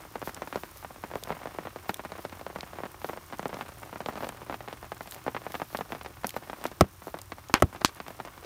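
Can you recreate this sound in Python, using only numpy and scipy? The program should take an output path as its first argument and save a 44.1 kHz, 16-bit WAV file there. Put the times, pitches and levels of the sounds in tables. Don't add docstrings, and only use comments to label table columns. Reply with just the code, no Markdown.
import sys
import numpy as np
from scipy import signal
from scipy.fft import rfft, irfft
from scipy.io import wavfile

SR = 44100
rng = np.random.default_rng(int(sys.argv[2]) if len(sys.argv) > 2 else 0)


def wav_record(signal):
    frames = np.transpose(np.atleast_2d(signal))
    bounded = np.clip(frames, -1, 1)
    quanta = np.round(bounded * 32767).astype(np.int16)
    wavfile.write(sys.argv[1], SR, quanta)


N = 372644

# frequency in Hz, relative density in dB per Hz.
RUMBLE_SPECTRUM = [(15, -38), (25, 13.5), (76, 19), (150, 11.5), (260, -15), (340, -29), (570, -120)]
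# start in seconds, end in seconds, pitch in Hz, level in dB.
FAR_HUMS = [(0.6, 3.5, 87, -62), (3.6, 5.8, 118.1, -61.5), (5.6, 6.2, 75.1, -62), (5.8, 6.7, 118.3, -62.5),
            (6.7, 7.8, 95, -55.5)]
# middle in seconds, length in seconds, level in dB.
BLADE_SWISHES = [(0.268, 0.063, -46.5), (0.482, 0.021, -55), (0.598, 0.15, -55), (0.79, 0.084, -55),
                 (1.186, 0.089, -58), (1.297, 0.044, -55), (1.898, 0.03, -46), (2.226, 0.053, -54.5),
                 (3.074, 0.12, -52), (3.596, 0.062, -57), (4.09, 0.037, -52), (4.237, 0.12, -53),
                 (4.54, 0.084, -57.9), (5.032, 0.044, -54), (5.13, 0.064, -49.5), (5.557, 0.13, -53),
                 (5.755, 0.14, -51), (5.922, 0.054, -55), (6.284, 0.057, -52), (6.368, 0.02, -46),
                 (6.666, 0.038, -50), (7.073, 0.1, -56), (8.1, 0.056, -57)]
# start in seconds, level in dB, centre in Hz, hiss in dB against the body.
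WOOD_TICKS = [(0.3456, -27, 5660, -10), (0.713, -41, 13900, -5), (0.772, -40, 12800, -1),
              (1.1552, -35.5, 2500, -6), (1.2366, -28, 5600, -2), (1.9432, -29, 3230, 0.5),
              (1.9694, -43, 2620, 2), (2.608, -28.5, 3100, -21), (2.9167, -35.5, 13400, -15),
              (3.386, -45, 2860, 4), (3.481, -47.5, 6360, 10), (3.7853, -45, 13100, -5),
              (4.2896, -32, 2700, -0.5), (5.1105, -36, 14400, 3), (5.122, -31.5, 3120, -9),
              (5.1453, -36, 2780, 2.5), (5.2403, -45.5, 2590, 5), (5.5205, -34, 3360, 0),
              (5.7715, -33, 4010, -1), (6.0325, -42, 14270, -6), (6.2687, -25, 11000, 3),
              (6.2926, -29.5, 3500, 1.5), (6.3056, -32, 3650, -5), (6.6404, -32, 3390, 0),
              (6.6654, -30, 5100, -13), (7.188, -42, 3250, 1), (7.2162, -39, 7650, 4),
              (7.486, -40, 5310, -13), (8.081, -41, 5600, 2)]
# start in seconds, level in dB, crack in dB, ground thud in dB,
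# thud delay in seconds, echo in dB, echo centre in Hz.
STUMP_THUMPS = [(6.8092, -7, -13.5, -9, 0.0105, -28.5, 1320), (7.6225, -10, -16.5, -9.5, .013, -30, 1100)]
# frequency in Hz, level in dB, t60 in seconds.
STUMP_MODES = [(192.6, -14, 0.12), (259, -13, 0.1), (382, 2.5, 0.02), (507, 1.5, 0.027), (650, 9.5, 0.012),
               (810, 0, 0.021), (1100, 1.5, 0.027), (1305, 3.5, 0.027), (1940, 2, 0.017)]
# start in seconds, level in dB, crack in dB, ground thud in dB,
# thud delay in seconds, echo in dB, echo centre in Hz.
STONE_KNOCKS = [(7.5403, -13.5, -10, -41, 0.003, -23, 1330),
                (7.8477, -15.5, -8.5, -44, 0.0033, -29.5, 3630)]
# frequency in Hz, level in dB, t60 in seconds.
KNOCK_MODES = [(172, -3, 0.014), (319, 5, 0.014), (760, -30, 0.036), (1060, 13, 0.0071),
               (1620, 9.5, 0.0055), (2470, 13, 0.0047), (3230, 0.5, 0.012), (4290, 3.5, 0.0082),
               (5570, -16, 0.0058)]
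# frequency in Hz, relative density in dB per Hz.
HISS_SPECTRUM = [(150, -37), (260, -9.5), (361, 4), (451, -24), (585, -18.5), (1050, 0), (1920, -9),
                 (4870, -14), (5400, -11.5), (7620, -17), (9540, -12.5), (10400, -18.5), (14700, -11.5),
                 (16000, -11)]
# time in seconds, patter in dB, hiss of far rain in dB.
RAIN_LEVELS = [(0.0, -53, -55), (0.35, -54, -54.5), (0.84, -57, -54.5), (1.34, -51, -55),
               (1.76, -53.5, -55), (2.28, -51.5, -55.5), (3.39, -54.5, -55), (3.51, -50, -55.5),
               (3.81, -50, -54.5), (4.09, -49, -56), (4.54, -53, -56), (5.53, -52.5, -54.5),
               (6.14, -55, -56), (6.63, -51, -53.5), (6.85, -58.5, -57), (8.45, -52.5, -56)]
# start in seconds, level in dB, pitch in Hz, splash in dB against the chirp.
LARGE_DROPS = [(0.0364, -38, 1400, -21), (0.0517, -34.5, 980.0, -23), (0.156, -22.0, 950, -15),
               (0.2167, -26.5, 1160, -12), (0.2264, -25, 910, -27), (0.2742, -22.5, 980.0, -14),
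               (0.2927, -29, 1210, -6), (0.3662, -32.5, 1410.0, -10), (0.3734, -33, 1060.0, -22.0),
               (0.42, -20.5, 1060, -13.5), (0.474, -29.5, 1060.0, -9), (0.5267, -22.5, 1460.0, -28),
               (0.546, -32, 1130, -8), (0.5575, -17.5, 790, -12), (0.5729, -28, 1020.0, -19.0),
               (0.6349, -25.5, 1060.0, -10.5), (0.8271, -34.5, 1280, -20.0), (0.8352, -42, 1140, -20.0),
               (0.847, -25.5, 1130, -35), (0.907, -33, 920, -21.0), (0.9608, -34.5, 1160, -20.0),
               (1.038, -22.5, 1210, -17), (1.1028, -36.4, 1150.0, -19.0), (1.114, -28, 1020.0, -21.0),
               (1.1369, -27, 1030, -15), (1.156, -19.5, 770.0, -21.0), (1.2268, -35, 770.0, -7),
               (1.2553, -37, 1100.0, -21.0), (1.2731, -29, 1200.0, -18.0), (1.2885, -36.1, 940.0, -3),
               (1.2947, -26.7, 1230, -26), (1.3042, -18, 960, -30), (1.3178, -27, 940.0, -14),
               (1.3232, -25.5, 1100.0, -15.0), (1.3682, -32, 1200.0, -22.0), (1.417, -32.5, 1160, -17),
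               (1.433, -32, 1280, -20), (1.4564, -23.5, 905, -16), (1.4718, -28, 1020.0, -12),
               (1.5477, -31.4, 980.0, -24), (1.5863, -20.5, 970, -33), (1.6525, -29.5, 870.0, -19),
               (1.6554, -30.1, 1200.0, -22.0), (1.6712, -24, 1060.0, -19), (1.7602, -26.5, 790, -10.5),
               (1.8935, -15.5, 1060.0, -12), (1.9943, -24.5, 1160, -29), (2.05, -25, 1260, -17),
               (2.0546, -27, 910, -19), (2.1197, -26.5, 980, -8.5), (2.153, -34, 1020.0, -25),
               (2.183, -33, 1060.0, -15.0), (2.1916, -29.8, 800.0, -17.0), (2.2505, -22, 830, -10),
               (2.2957, -39.5, 1020.0, 1), (2.3258, -30.5, 1200.0, -31), (2.351, -37, 1150.0, -19.0),
               (2.4124, -29.5, 800.0, -11), (2.4653, -23.5, 930, -16.0), (2.5005, -31.5, 960, -18),
               (2.5596, -22.5, 1010, -16), (2.5864, -32, 1060.0, -10), (2.6313, -28, 1060.0, -10),
               (2.7327, -29.1, 1170, -15), (2.7863, -25.5, 1030, -18), (2.8035, -28.5, 830.0, -15),
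               (2.8351, -22.5, 1060.0, -21.0), (2.8546, -30, 770.0, -7.5), (2.8601, -28.2, 910, -17.0),
               (2.944, -35, 1200.0, -18), (3.0171, -33, 1350.0, -9), (3.0448, -20.5, 830.0, -13),
               (3.0892, -29, 1300.0, -17), (3.0955, -22, 990, -31), (3.1325, -27, 970, -14),
               (3.1627, -36.1, 776, -15), (3.174, -27.5, 1100.0, -22.5), (3.3252, -27.5, 1030, -10),
               (3.3326, -27.5, 1190, -16.0), (3.3417, -34, 1510, -17), (3.347, -36, 1200.0, -18.0),
               (3.3942, -20.5, 1100, -12.5), (3.4293, -28, 1060.0, -9), (3.4563, -17.5, 970, -21),
               (3.4934, -30.5, 770.0, -11.0), (3.5295, -25, 1060.0, -24), (3.5379, -35, 1200.0, -7),
               (3.5432, -27.5, 770.0, -5.5), (3.5482, -46, 830.0, -11), (3.569, -27.7, 1100.0, -15),
               (3.5903, -32, 1030, -16.0), (3.6101, -22, 1300, -11), (3.6907, -32.2, 1060.0, -9),
               (3.8313, -29, 1240, -19.0), (3.8942, -36.4, 1150.0, -17.0), (3.9283, -27.3, 1150.0, -25),
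               (3.9339, -38, 800.0, -23.0), (3.9584, -26.5, 1180, -18.0), (4.0046, -23, 940.0, -11.5),
               (4.0607, -23, 900.0, -7.5), (4.0863, -18.5, 1060.0, -14.5), (4.1559, -27, 1060.0, -11),
               (4.166, -39, 1150.0, -1), (4.1747, -28.5, 940.0, -13.0), (4.1797, -29, 1030, -18.0),
               (4.2062, -27.5, 1160, -16.0), (4.225, -26, 950, -14), (4.2323, -23.5, 1000, -20),
               (4.2358, -27, 1100.0, -15.0), (4.2438, -25, 1030, -8), (4.251, -31, 870.0, -13.0),
               (4.2693, -27.5, 770.0, -10), (4.2916, -26, 1060.0, -6), (4.3233, -36.3, 1460.0, -20),
               (4.4175, -31.5, 1140, -20.0), (4.4973, -21.5, 1060.0, -21.0), (4.51, -28, 960, -15),
               (4.5255, -24.5, 1290, -27.0), (4.5423, -23.5, 1320, -16), (4.606, -29.5, 1060.0, -15),
               (4.677, -29, 1230, -14), (4.684, -27.5, 1020.0, -12), (4.7276, -26.5, 960, -8),
               (4.7346, -39, 1500, -6), (4.8281, -30.5, 1060.0, -11), (4.8442, -35, 1280, -15.0),
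               (4.919, -23, 980.0, -12), (5.0078, -25.5, 1140, -18), (5.0584, -37.5, 1060.0, -17),
               (5.0744, -37.5, 1140, 1), (5.163, -36.2, 880, -6), (5.2648, -21, 875, -19.0),
               (5.2715, -33, 1150.0, -9.0), (5.2796, -16, 920, -20), (5.3474, -23.7, 1040, -14),
               (5.3654, -20, 1300.0, -33), (5.4178, -33.5, 1100.0, -21), (5.4657, -21.5, 930, -34),
               (5.505, -33.5, 1060.0, -22.0), (5.5427, -22.5, 1330, -18), (5.5523, -22.5, 1100.0, -10),
               (5.599, -26, 1100.0, -12), (5.6177, -19, 980.0, -14), (5.7479, -18, 1040, -29),
               (5.7886, -25.2, 890, -18.0), (5.8092, -20.2, 1060.0, -14.5), (5.9038, -33, 804, -18.0),
               (5.9214, -23.5, 1100.0, -11), (5.93, -27, 900.0, -15.0), (5.9495, -27, 1020.0, -16.0),
               (5.9556, -35, 1410.0, -12.0), (6.012, -29, 1350.0, -8.5), (6.0477, -31.5, 1100.0, -8),
               (6.0608, -28.5, 940, -5.5), (6.2344, -32, 1340, -18.0), (6.2445, -16, 1060.0, -13),
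               (6.3415, -33.5, 790, -4), (6.3647, -18.7, 940.0, -15), (6.4242, -36, 980.0, -20.0),
               (6.4736, -36.3, 1150.0, -10), (6.4978, -24.5, 1050, -10.5), (6.531, -24.5, 1180, -19.0),
               (6.613, -34, 770.0, -5), (6.6398, -26, 1650.0, -12), (6.6538, -17, 930, -14),
               (6.715, -31.0, 1020.0, -5), (6.842, -31, 1060.0, -18.0), (7.0202, -35, 1180, -21),
               (7.0702, -26.5, 800.0, -17), (7.0809, -28, 920, -14), (7.1421, -22.5, 990, -18),
               (7.1692, -34, 1100.0, -17), (7.1878, -36.4, 1060.0, 3), (7.32, -26.5, 1190, -6.5),
               (7.3247, -36, 1640, -12), (7.3831, -32.7, 1150.0, -16.0), (7.4971, -27, 1000, -14),
               (7.571, -37, 1350.0, -12), (7.5764, -30, 1650.0, -12), (7.6006, -34, 980.0, -1),
               (7.728, -35, 1190, -23), (7.7484, -29.5, 1180, -24), (7.7603, -34.9, 1200.0, -5),
               (7.7632, -34.5, 1450, -14.0), (7.8113, -33.0, 1060.0, 0), (7.8162, -25.3, 1030, -10),
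               (8.0019, -24.5, 1240, -13), (8.065, -33, 1460.0, -18), (8.0821, -30, 900.0, -7),
               (8.1052, -31.5, 900.0, -12), (8.1912, -35, 900.0, -19.0), (8.2007, -23.5, 1100.0, -15),
               (8.25, -30.5, 1150.0, -4), (8.2742, -33, 1100.0, -9.0), (8.2823, -36, 1280, -15.0),
               (8.3778, -35.5, 1280, -11), (8.4465, -34.5, 770.0, -5)]

RUMBLE_DB = -55.5
HUM_FADE_S, HUM_WAVER_HZ = 0.14, 1.5
TICK_T60_S = 0.009
THUD_HZ, THUD_T60_S = 77, 0.043
ECHOES_DB = -13
CUTOFF_HZ = 16700


def from_db(db):
    return 10 ** (np.asarray(db) / 20)


def rms_one(x):
    return x / np.sqrt(np.mean(x ** 2) + 1e-20)


def add(out, s, x):
    i = round(s * SR)
    out[i:i + len(x)] += x[:N - i]


def decay(t, t60):
    return from_db(-60 * t / t60)


def band(x, low_hz, high_hz):
    edges = [low_hz, min(high_hz, 0.45 * SR)]
    return signal.sosfilt(signal.butter(2, edges, "band", fs=SR, output="sos"), x)


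def coloured(spectrum):
    hz, level = np.transpose(spectrum)
    grid = np.maximum(np.fft.rfftfreq(N, 1 / SR), 1)
    gain = from_db(np.interp(np.log(grid), np.log(hz), level, left=-90, right=-90))
    return rms_one(irfft(gain * rfft(rng.standard_normal(N)), N))


def scattered(per_s, spread_db):
    size = from_db(spread_db * np.minimum(rng.exponential(1, N), 3))
    return size * (rng.random(N) < per_s / SR)


def rumble():
    return from_db(RUMBLE_DB) * coloured(RUMBLE_SPECTRUM)


def hums():
    t, out = np.arange(N) / SR, np.zeros(N)
    for start, end, hz, db in FAR_HUMS:
        fade = np.clip(np.minimum(t - start, end - t) / HUM_FADE_S, 0, 1)
        tone = rms_one(band(rng.standard_normal(N), hz - HUM_WAVER_HZ, hz + HUM_WAVER_HZ))
        out += from_db(db) * fade * tone
    return out


def far_rain():
    return coloured(HISS_SPECTRUM)


def crackle():
    gate = signal.lfilter([1], [1, -0.96], scattered(150, 3.5))
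    return from_db(-63.5) * rms_one(band(gate * rng.standard_normal(N), 5700, 17600))


def swishes():
    t, level = np.arange(-8000, 8000) / SR, np.zeros(N)
    for s, length_s, db in BLADE_SWISHES:
        add(level, s + t[0], from_db(db) * np.exp(-(t / (0.5 * length_s)) ** 2))
    roughness = from_db(2.5 * rng.standard_normal(N // 64 + 1)).repeat(64)[:N]
    grain = rng.standard_normal(N) * roughness
    treble = rms_one(band(grain, 10300, 17200))
    middle = rms_one(band(grain, 2900, 7900))
    return level * (treble + from_db(-4) * middle)


def ticks():
    out, t = np.zeros(N), np.arange(900) / SR
    for s, level_db, hz, hiss_db in WOOD_TICKS:
        wide, narrow = rng.standard_normal((2, len(t)))
        body = rms_one(band(narrow * np.abs(narrow), hz / 1.9, hz * 1.3))
        hiss = rms_one(band(wide, 5000, 17000))
        add(out, s, from_db(level_db) * (body + from_db(hiss_db) * hiss) * decay(t, TICK_T60_S))
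    return out


def ringing(modes, t):
    return sum((-1) ** k * from_db(db) * decay(t, t60) * np.sin(2 * np.pi * hz * t)
               for k, (hz, db, t60) in enumerate(modes))


def ground_thud(t):
    sag = 0.0034 * (1 - np.exp(-t / 0.0046))
    return decay(t, THUD_T60_S) * np.sin(2 * np.pi * THUD_HZ * (t + sag))


def blows(hits, modes, crush_s, crack_t60, echo_s, echo_t60):
    out, t = np.zeros(N), np.arange(6000) / SR
    ring, thud = ringing(modes, t), ground_thud(t)
    for s, level_db, crack_db, thud_db, late_s, echo_db, echo_hz in hits:
        push = (1 + 0.17 * rng.standard_normal(400)) * t[:400] * np.exp(-t[:400] / crush_s)
        crack, echo, boom = rng.standard_normal((3, len(t)))
        add(out, s, from_db(level_db) * np.convolve(ring, push / push.sum())[:len(t)])

        snap = rms_one(band(crack, 1330, 8800) + 0.37 * band(crack, 7800, 13900))
        add(out, s, from_db(crack_db) * decay(t, crack_t60) * snap)
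        add(out, s + late_s, from_db(thud_db) * thud)

        shake = rms_one(band(boom, 120, 410))
        add(out, s + echo_s, from_db(thud_db - 12.5) * decay(t, 0.098) * shake)

        near = rms_one(band(crack, echo_hz / 2, echo_hz * 2))
        add(out, s, from_db(echo_db - 1) * decay(t, echo_t60) * near)

        smear = rms_one(band(echo ** 3, echo_hz / 4, echo_hz * 1.55))
        onset = 1 + 0.79 * np.exp(-t / 0.0041)
        add(out, s + echo_s, from_db(echo_db) * decay(t, echo_t60) * onset * smear)
    return out


def stone_on_stump():
    thumps = blows(STUMP_THUMPS, STUMP_MODES, crush_s=0.0001, crack_t60=0.015, echo_s=0.0032, echo_t60=0.049)
    knocks = blows(STONE_KNOCKS, KNOCK_MODES, crush_s=0.00002, crack_t60=0.0079, echo_s=0.0075, echo_t60=0.09)
    return thumps + knocks


def chirp(hz):
    cycles = np.arange(260) / SR * hz
    envelope = cycles ** 0.27 * np.exp(-(cycles / 1.9) ** 2.75)
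    wave = np.sin(2 * np.pi * np.sqrt(1.84 * cycles)) * envelope
    return wave / np.abs(wave).max()


def landings(count):
    white = rng.standard_normal((3, count, 3000))
    return zip(white[0] ** 3, rms_one(band(white[1], 530, 4100)), rms_one(band(white[2], 158, 363)))


def drop(hz, scatter_db, splash_db, sparse, splash, flap):
    t = np.arange(len(sparse)) / SR
    wave = band(band(chirp(hz), 74, 3.9 * hz), 40, 7.6 * hz)

    echoes = rms_one(np.convolve(sparse, wave)[:len(t)])
    rustle = rms_one(band(sparse, 0.9 * hz, 1.9 * hz))
    echoes = (echoes + from_db(-3) * rustle) * decay(t, 0.048)
    echoes += from_db(-4) * decay(t, 0.084) * flap
    out = from_db(scatter_db) * echoes * np.clip(t * hz - 1.8, 0, 1)

    swing = np.sin(2 * np.pi * 0.177 * np.maximum(t * hz - 2.2, 0))
    out += from_db(-13) * decay(t, 0.04) * swing
    out[:len(wave)] += wave
    splash_fade = decay(t, 0.0022) + from_db(-9.5) * decay(t, 0.039)
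    return out + from_db(splash_db) * splash * splash_fade


def patter():
    clicks, place = scattered(250, 5.05), rng.integers(0, 8, N)
    out = np.zeros(N)
    for k, (hz, own) in enumerate(zip(np.geomspace(800, 1700, 8), landings(8))):
        sound = drop(hz, -11, -9, *own)
        out += signal.fftconvolve(clicks * (place == k), sound)[:N]
    return rms_one(out)


def large_drops():
    out = np.zeros(N)
    for (s, level_db, hz, splash_db), own in zip(LARGE_DROPS, landings(len(LARGE_DROPS))):
        add(out, s, from_db(level_db) * drop(hz, ECHOES_DB, splash_db, *own))
    return out


def scene():
    s, *levels = np.transpose(RAIN_LEVELS)
    patter_db, hiss_db = [np.interp(np.arange(N) / SR, s, level) for level in levels]
    background = rumble() + hums() + from_db(hiss_db) * far_rain() + crackle()
    camp = swishes() + ticks() + stone_on_stump()
    drips = from_db(patter_db) * patter() + large_drops()
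    return (background + camp + drips)[None]


def record(dry):
    thin = signal.sosfilt(signal.butter(3, 45, "high", fs=SR, output="sos"), dry)
    rounded = 0.85 * np.tanh(thin / 0.84)
    return signal.sosfilt(signal.cheby2(12, 70, CUTOFF_HZ, fs=SR, output="sos"), rounded)


dry = scene()
out = record(dry)
wav_record(out)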